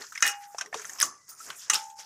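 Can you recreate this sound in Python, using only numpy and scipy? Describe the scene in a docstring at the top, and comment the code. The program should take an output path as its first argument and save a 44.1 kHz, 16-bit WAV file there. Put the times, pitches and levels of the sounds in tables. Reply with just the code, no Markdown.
"""A hand masher works soft boiled vegetables in a metal pot, heard by a phone held close above it.
Its knocks and wet pops are noise and tone bursts; blows and scrapes drive resonances of the pot wall.
The rim rings on as two beating sines until the mash damps it; hollow notes, chinks and ticks join in.
A sizzling squelch of dense noise grains follows the strokes, over a low kitchen rumble."""
import sys
import numpy as np
from scipy import signal
from scipy.fft import rfft, irfft
from scipy.io import wavfile
from scipy.ndimage import uniform_filter1d

SR = 44100
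rng = np.random.default_rng(int(sys.argv[2]) if len(sys.argv) > 2 else 0)


def dump_mix(stems):
    """Bounce the given channels to the path in sys.argv[1] as a 16-bit WAV at rate SR."""
    frames = np.atleast_2d(stems).T  # one column per channel
    limited = np.clip(frames, -1, 1)  # hard clip at full scale
    pcm = np.round(limited * 32767).astype(np.int16)
    wavfile.write(sys.argv[1], SR, pcm)


N = 90404


def undb(db):
    """dB to gain."""
    return 10 ** (np.asarray(db) / 20)


def fall(t, t60_s):
    """Decay by 60 dB in t60_s."""
    return np.exp(-np.log(1000) * np.maximum(t, 0) / max(t60_s, 1e-3))


def unit(x):
    """Scale to rms 1."""
    return x / np.sqrt(np.mean(x ** 2) + 1e-30)


def add(out, x, start_s):
    """Mix x into out at start_s."""
    i = max(int(start_s * SR), 0)
    out[i:i + len(x)] += x[:N - i]


def ring(x, hz, width_hz):
    """Two-pole resonance."""
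    r = np.exp(-np.pi * width_hz / SR)
    poles = [1, -2 * r * np.cos(2 * np.pi * hz / SR), r * r]
    return signal.lfilter([1 - r, 0, r - 1], poles, x)


def steep(x, hz, width_hz):
    """Resonance applied twice, rms 1."""
    return unit(ring(ring(x, hz, width_hz), hz, width_hz))


def rough_tone(noise, hz, width_hz, tone_amp):
    """Sine plus narrow noise of rms 1 at the same frequency."""
    t = np.arange(len(noise)) / SR
    return tone_amp * np.sin(2 * np.pi * hz * t) + steep(noise, hz, width_hz)


def colour(x, table):
    """Minimum-phase filter with the gain curve of the table."""
    hz, db = np.array(table).T
    grid = np.log(np.linspace(1, SR / 2, 1025))
    # folding the cepstrum makes the filter causal
    cepstrum = irfft(np.interp(grid, np.log(hz), db) * np.log(10) / 20)
    cepstrum[1:1024] *= 2
    cepstrum[1025:] = 0
    return signal.fftconvolve(x, irfft(np.exp(rfft(cepstrum))))[:len(x)]


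def walk(rate_hz):
    """Slewed random levels, rms 1."""
    k = int(SR / rate_hz)
    steps = np.repeat(rng.standard_normal(N // k + 1), k)
    return unit(uniform_filter1d(steps, k)[:N])


def kitchen():
    """Low kitchen rumble: noise through one broad resonance."""
    return undb(-77) * unit(ring(rng.standard_normal(N), 93, 150))


# mash stroke levels: (time [s], bass [dB], mid [dB], treble [dB], top [dB])
# each column acts by its deviation from its mean; the treble mean sets the overall level
SQUELCH_LEVELS = [(0, -41, -43.5, -52.5, -51), (0.069, -111, -51.5, -51.5, -58),
                  (.115, -75, -67.5, -56, -58), (0.151, -99.5, -42, -57, -60), (0.22, -85, -48.5, -56, -53),
                  (0.238, -52, -34.5, -39.5, -51), (.28, -50.5, -45.5, -37, -29.5),
                  (0.341, -75, -37.5, -49.5, -63), (0.392, -87, -55.5, -69, -57),
                  (0.442, -108, -48, -49, -69), (0.489, -90, -59.5, -70, -52),
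                  (0.576, -88, -57, -62.5, -59.5), (.62, -60.5, -34.5, -50.5, -68),
                  (0.709, -64.5, -78, -76, -68), (0.748, -68.5, -43, -52.5, -56),
                  (.89, -61, -51.5, -54, -50.5), (0.991, -63, -49, -55, -50),
                  (1.036, -46.5, -47.5, -30.5, -31), (1.131, -62.5, -61, -59.5, -77),
                  (1.27, -93, -72.5, -65, -76), (1.294, -71, -57.5, -49.5, -52),
                  (1.362, -73.5, -62.5, -64, -71), (1.409, -73, -57, -50.5, -47.5),
                  (1.499, -53.5, -45, -51, -55.5), (1.54, -67.5, -47, -56.5, -57),
                  (1.57, -68, -56, -52.5, -45.5), (1.63, -90.5, -51.5, -47, -58),
                  (1.714, -60, -54, -59, -70), (1.747, -46, -37.5, -29.5, -39), (1.8, -70, -46, -46, -53.5),
                  (1.952, -94, -70, -68, -71), (2.001, -72.5, -43, -47.5, -52),
                  (2.05, -83, -54.5, -51, -64)]
# centres of those four columns: (frequency [Hz])
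SQUELCH_HZ = (350, 1700, 6200, 12000)
# relative squelch spectrum: (frequency [Hz], density [dB per Hz])
SQUELCH_COLOUR = [(30, -39.5), (120, -22.5), (420, -15.5), (900, -6.5), (1400, -1), (2000, -5.5),
                  (2800, -10), (4200, -12.5), (5200, -1), (6800, 0), (8800, -10.5), (14800, -16.5),
                  (16000, -48)]
GRAINS_PER_S, GRAIN_CYCLES, GRAIN_SPREAD_DB = 550, 9.3, 2.2
FLICKER_DB, FLICKER_RATE_HZ = 2.5, 24.63
VALLEY_HZ, VALLEY_SWING = 3120, 0.67  # levels swing wider around here
BAND_STEP = 0.35  # natural log of frequency, half an octave


def squelch():
    """Dense tiny bursting grains in half-octave bands that follow the strokes and flicker."""
    t, rows, out = np.arange(N) / SR, np.array(SQUELCH_LEVELS), np.zeros(N)
    levels = np.array([np.interp(t, rows[:, 0], rows[:, k]) for k in range(1, 5)])
    deviation = levels - levels.mean(1, keepdims=True)
    spectrum = rfft(unit(colour(rng.standard_normal(N), SQUELCH_COLOUR)))
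    log_hz = np.log(np.linspace(1, SR / 2, N // 2 + 1))
    for centre in np.arange(np.log(50), np.log(20000), BAND_STEP):
        band = irfft(spectrum * np.clip(1 - abs(log_hz - centre) / BAND_STEP, 0, 1), N)
        starts = rng.random(N) < GRAINS_PER_S / SR
        grains = starts * undb(GRAIN_SPREAD_DB * rng.exponential(size=N))
        decay = np.exp(-min(np.exp(centre), 3000) / GRAIN_CYCLES / SR)
        grain_env = 0.5 + unit(signal.lfilter([1], [1, -decay], grains))
        swing = 1 + VALLEY_SWING * np.exp(-8 * (centre - np.log(VALLEY_HZ)) ** 2)
        share = np.array([np.interp(centre, np.log(SQUELCH_HZ), e) for e in np.eye(4)])
        level_db = swing * share @ deviation + levels[2].mean()
        out += band * grain_env * undb(level_db + FLICKER_DB * walk(FLICKER_RATE_HZ))
    return out


def notes(table, tone_amp):
    """Short rough notes: narrow noise and a tone under a quick rise and a decay."""
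    out, t = np.zeros(N), np.arange(SR // 2) / SR
    noises = rng.standard_normal((len(table), len(t)))
    for (start_s, hz, db, t60_s, width_hz), noise in zip(table, noises):
        env = np.minimum(t / 0.0006, 1) * fall(t, t60_s)
        add(out, undb(db) * env * rough_tone(noise, hz, width_hz, tone_amp), start_s)
    return out


# low pot notes: (time [s], frequency [Hz], level [dB], t60 [s], width [Hz])
HOLLOW_NOTES = [(.001, 418, -46.5, 0.17, 111), (.657, 421.6, -48, 0.2, 50), (.728, 724, -32.5, 0.025, 200),
                (.7425, 750, -26, 0.037, 507), (.7555, 429, -35, 0.15, 50.5),
                (1.0255, 1162, -22.5, 0.044, 120), (1.04, 1159, -39.5, 0.35, 257),
                (1.185, 1990, -66.5, 0.42, 60.4), (1.317, 1314, -52, 0.14, 200),
                (1.403, 1338, -42.5, 0.07, 200), (1.708, 1237, -30, 0.1, 200)]


def hollow():
    """Hollow low notes of the pot, as decaying rough tones."""
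    return notes(HOLLOW_NOTES, 0.85)


# knocks and wet pops: (time [s], level [dB], low resonance [Hz], high resonance [Hz],
#   low level [dB], high level [dB], broad crack level [dB], t60 [s])
HIT_EVENTS = [(0.014, -33.5, 1770, 6650, -5, -16, -8, 0.03),
              (0.019, -31, 1830, 4350, -10, -6.5, -40, 0.034),
              (0.037, -32.5, 1410, 5400, -10, -29, -14.5, 0.062),
              (0.1212, -29.5, 1310, 6630, -13, -20, -26, 0.057),
              (0.151, -31, 2010, 6000, -10, -5, -15, 0.025),
              (0.1554, -23.5, 1860, 6960, -4.5, -15.5, -22, 0.021),
              (0.1756, -22, 2157, 5220, -9.5, -13, -12, 0.035),
              (0.205, -21, 1540, 6200, -13.5, -11, -32, 0.021),
              (0.224, -4, 1774, 5970, -7.5, -7, -22, 0.022),
              (0.251, -13.5, 1810, 7400, -6.5, -25, -46, 0.084),
              (0.275, -15, 2510, 5530, -19, -17, -35, 0.11), (0.546, -32.5, 717, 1680, -3, -20, -26, 0.026),
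              (0.583, -21.5, 1133, 5560, -15, -6, -11.5, 0.048),
              (0.61, -19, 1557, 5550, -11.5, -10.5, -9, 0.041),
              (0.659, -32, 1915, 5740, -11.5, -11, -12.5, 0.035),
              (0.727, -24.5, 1810, 6100, -11, -29, -30, 0.055),
              (0.742, -18, 1600, 5900, -15, -17.5, -9.5, 0.029),
              (0.795, -25.5, 1340, 6150, -10, -10, -28, 0.017),
              (0.816, -33, 1325, 6440, -10, -4.5, -8, 0.035),
              (0.845, -27.5, 1790, 6340, -4, -37, -20, 0.017),
              (0.851, -25, 1360, 6230, -18, -9, -18.5, 0.036),
              (0.894, -25.5, 1796, 6550, -14, -11, -27, 0.043),
              (0.933, -27, 1800, 6990, -22, -2.5, -23, 0.014),
              (0.985, -29, 1060, 5250, -20.5, -10, -13.5, 0.16),
              (0.999, -16.5, 1780, 5270, -16, -16.5, -19, 0.047),
              (1.011, -6, 1740, 5130, -9.5, -6.5, -15, 0.013),
              (1.018, -9.5, 1650, 9700, -19, -9, -21, 0.016),
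              (1.026, -4.5, 1256, 6240, -17, -5.5, -21, 0.023),
              (1.041, -7.5, 1217, 6270, -29, -17.5, -36, 0.017),
              (1.402, -25.5, 1360, 6050, -27, -21.5, -38, 0.035),
              (1.502, -21, 1515, 5600, -10.5, -22.5, -8, 0.027),
              (1.699, -3.5, 1995, 6170, -15, -9.5, -13.5, 0.039),
              (1.733, -12.5, 2780, 7220, -46, -8, -8, 0.042),
              (1.743, -19.5, 1288, 6550, -15.5, -32, -21.5, 0.16),
              (1.753, -17.5, 800, 5360, -40, -2.5, -29, 0.039),
              (1.899, -44, 883, 6650, -14, -6.5, -9.5, 0.091),
              (1.989, -39.5, 794, 5810, -16, -2.5, -36.5, 0.098)]
# relative crack spectrum: (frequency [Hz], density [dB per Hz])
CRACK_COLOUR = [(24, -67.5), (40, -35), (715, -24), (1150, 11.5), (1900, -9.5), (2500, 13.5), (3140, 11.5),
                (4030, 10), (6490, 5.5), (7730, -6.5), (11600, -9.5), (16000, -51)]
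LOW_WIDTH_HZ, HIGH_WIDTH_HZ, HIT_TONE_AMP = 760, 1870, 1.1
HIT_ATTACK_S, TAIL_DB, TAIL_T60_S = 0.0019, -27, 0.3


def hits():
    """Knocks and wet pops: two rough resonances and a broad crack, with a faint tail."""
    out, t = np.zeros(N), np.arange(SR // 5) / SR
    noises = rng.standard_normal((len(HIT_EVENTS), len(t)))
    for (start_s, db, lo_hz, hi_hz, lo_db, hi_db, crack_db, t60_s), noise in zip(HIT_EVENTS, noises):
        decay = fall(t, t60_s) + undb(TAIL_DB) * fall(t, TAIL_T60_S)
        env = np.minimum(t / HIT_ATTACK_S, 1) * decay
        low = undb(lo_db) * rough_tone(noise, lo_hz, LOW_WIDTH_HZ, HIT_TONE_AMP)
        high = undb(hi_db) * rough_tone(noise, hi_hz, HIGH_WIDTH_HZ, HIT_TONE_AMP)
        crack = undb(crack_db) * unit(colour(noise, CRACK_COLOUR))
        add(out, undb(db) * env * (low + high + crack), start_s)
    return out


# sharp bright ticks: (time [s], level [dB])
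TICK_EVENTS = [(.107, -48), (0.126, -36), (.266, -13.5), (.277, -12.5), (0.743, -59), (0.899, -33),
               (1.002, -12), (1.017, -11.5), (1.502, -34), (1.744, -12)]
TICK_T60_S, TICK_BAND_HZ = 0.007, (2200, 12000)


def ticks():
    """Millisecond snaps of bursting skins and metal contact: decaying band-passed noise."""
    out, t = np.zeros(N), np.arange(SR // 50) / SR
    b, a = signal.butter(2, TICK_BAND_HZ, "band", fs=SR)
    noises = rng.standard_normal((len(TICK_EVENTS), len(t)))
    for (start_s, db), noise in zip(TICK_EVENTS, noises):
        add(out, undb(db) * fall(t, TICK_T60_S) * signal.lfilter(b, a, noise), start_s)
    return out


# blows that reach the metal: (time [s], level [dB], scrape length [s],
#   scrape level before a 20 dB cut [dB], share of free ring time [0-1], tilt [dB per octave])
BLOWS = [(0.2245, -9, .1, -11.5, 0.79, 0), (1.029, -20.5, 0.033, -23.5, 0.13, -5.5),
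         (1.6984, -9.5, 0.042, -8.5, 0.32, 4)]
# pot wall modes, one entry each: (frequency [Hz]), (free t60 [s]), (level [dB])
WALL_HZ = (1395, 1515, 1648, 1836, 2030, 2509, 2859, 3855, 5448, 5701, 6025, 6550, 7170, 8290)
WALL_T60_S = (.11, .1, .12, .14, .11, .24, .24, .1, .09, .09, .09, .1, .09, .07)
WALL_DB = (-3, -3, -2, 0, -2, -3, -2, -12, -4, -6, -5, -2, -5, -6)
BLOW_T60_S, SCRAPE_SCATTER_DB, SCRAPE_SCATTER_RATE_HZ = 0.016, 3.5, 250


def pot_wall():
    """Blows and the scrapes after them drive the wall modes, each blow with its own ring time."""
    out, t = np.zeros(N), np.arange(N) / SR
    noises = rng.standard_normal((len(BLOWS), N))
    for (start_s, db, length_s, scrape_db, free, tilt_db), noise in zip(BLOWS, noises):
        since = t - start_s
        blow = undb(db) * noise * (since > 0) * fall(since, BLOW_T60_S)
        scrape_env = np.sin(np.pi * np.clip(since / length_s, 0, 1) ** 1.2)
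        scatter_db = SCRAPE_SCATTER_DB * walk(SCRAPE_SCATTER_RATE_HZ)
        scrape = undb(scrape_db + scatter_db) / 10 * noise * scrape_env
        for hz, mode_db, t60_s in zip(WALL_HZ, WALL_DB, WALL_T60_S):
            width_hz = np.log(1000) / np.pi / (t60_s * min(free, 1))
            gain = undb(mode_db + tilt_db * np.log2(hz / 3000)) * SR / 200 / width_hz
            out += gain * ring(blow + scrape, hz, width_hz)
    return out


# rim rings: (start time [s], damping time [s], lower mode level [dB], upper mode level [dB])
RIM_RINGS = [(.225, 0.564, -30, -42), (1.693, 2.1, -34.5, -29.5)]
RIM_HZ, RIM_T60_S = (813.5, 881), (0.92, 0.81)
RIM_RISE_S, RIM_DAMP_T60_S = 0.09, 0.02


def rim():
    """The ring of two close rim modes comes up gradually, beats and decays until the mash damps it."""
    out, t = np.zeros(N), np.arange(N) / SR
    for start_s, damped_s, *levels_db in RIM_RINGS:
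        since = t - start_s
        rise = 1 - np.exp(-np.maximum(since, 0) / RIM_RISE_S)
        env = rise * fall(t - damped_s, RIM_DAMP_T60_S)
        for hz, db, t60_s in zip(RIM_HZ, levels_db, RIM_T60_S):
            out += undb(db) * env * fall(since, t60_s) * np.sin(2 * np.pi * hz * since)
    return out


# small bright chinks: (time [s], frequency [Hz], level [dB], t60 [s], width [Hz])
CHINK_NOTES = [(1.288, 9320, -46, 0.28, 347), (1.29, 14770, -49.5, 0.17, 350),
               (1.29, 13100, -53.5, 0.17, 348)]


def chinks():
    """Small bright chinks, as high decaying rough tones."""
    return notes(CHINK_NOTES, 0.54)


def scene():
    """All sources summed at the microphone."""
    rumble = kitchen()
    strikes = hits() + ticks() + pot_wall() + rim()
    return (rumble + strikes + hollow() + chinks() + squelch())[None]


def record(dry):
    """The phone cuts the deep bass and the top."""
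    high_pass = signal.butter(2, 38, "high", fs=SR, output="sos")
    low_pass = signal.ellip(8, 0.2, 70, 15700, fs=SR, output="sos")
    return signal.sosfilt(low_pass, signal.sosfilt(high_pass, dry))


dry = scene()
out = record(dry)
dump_mix(out)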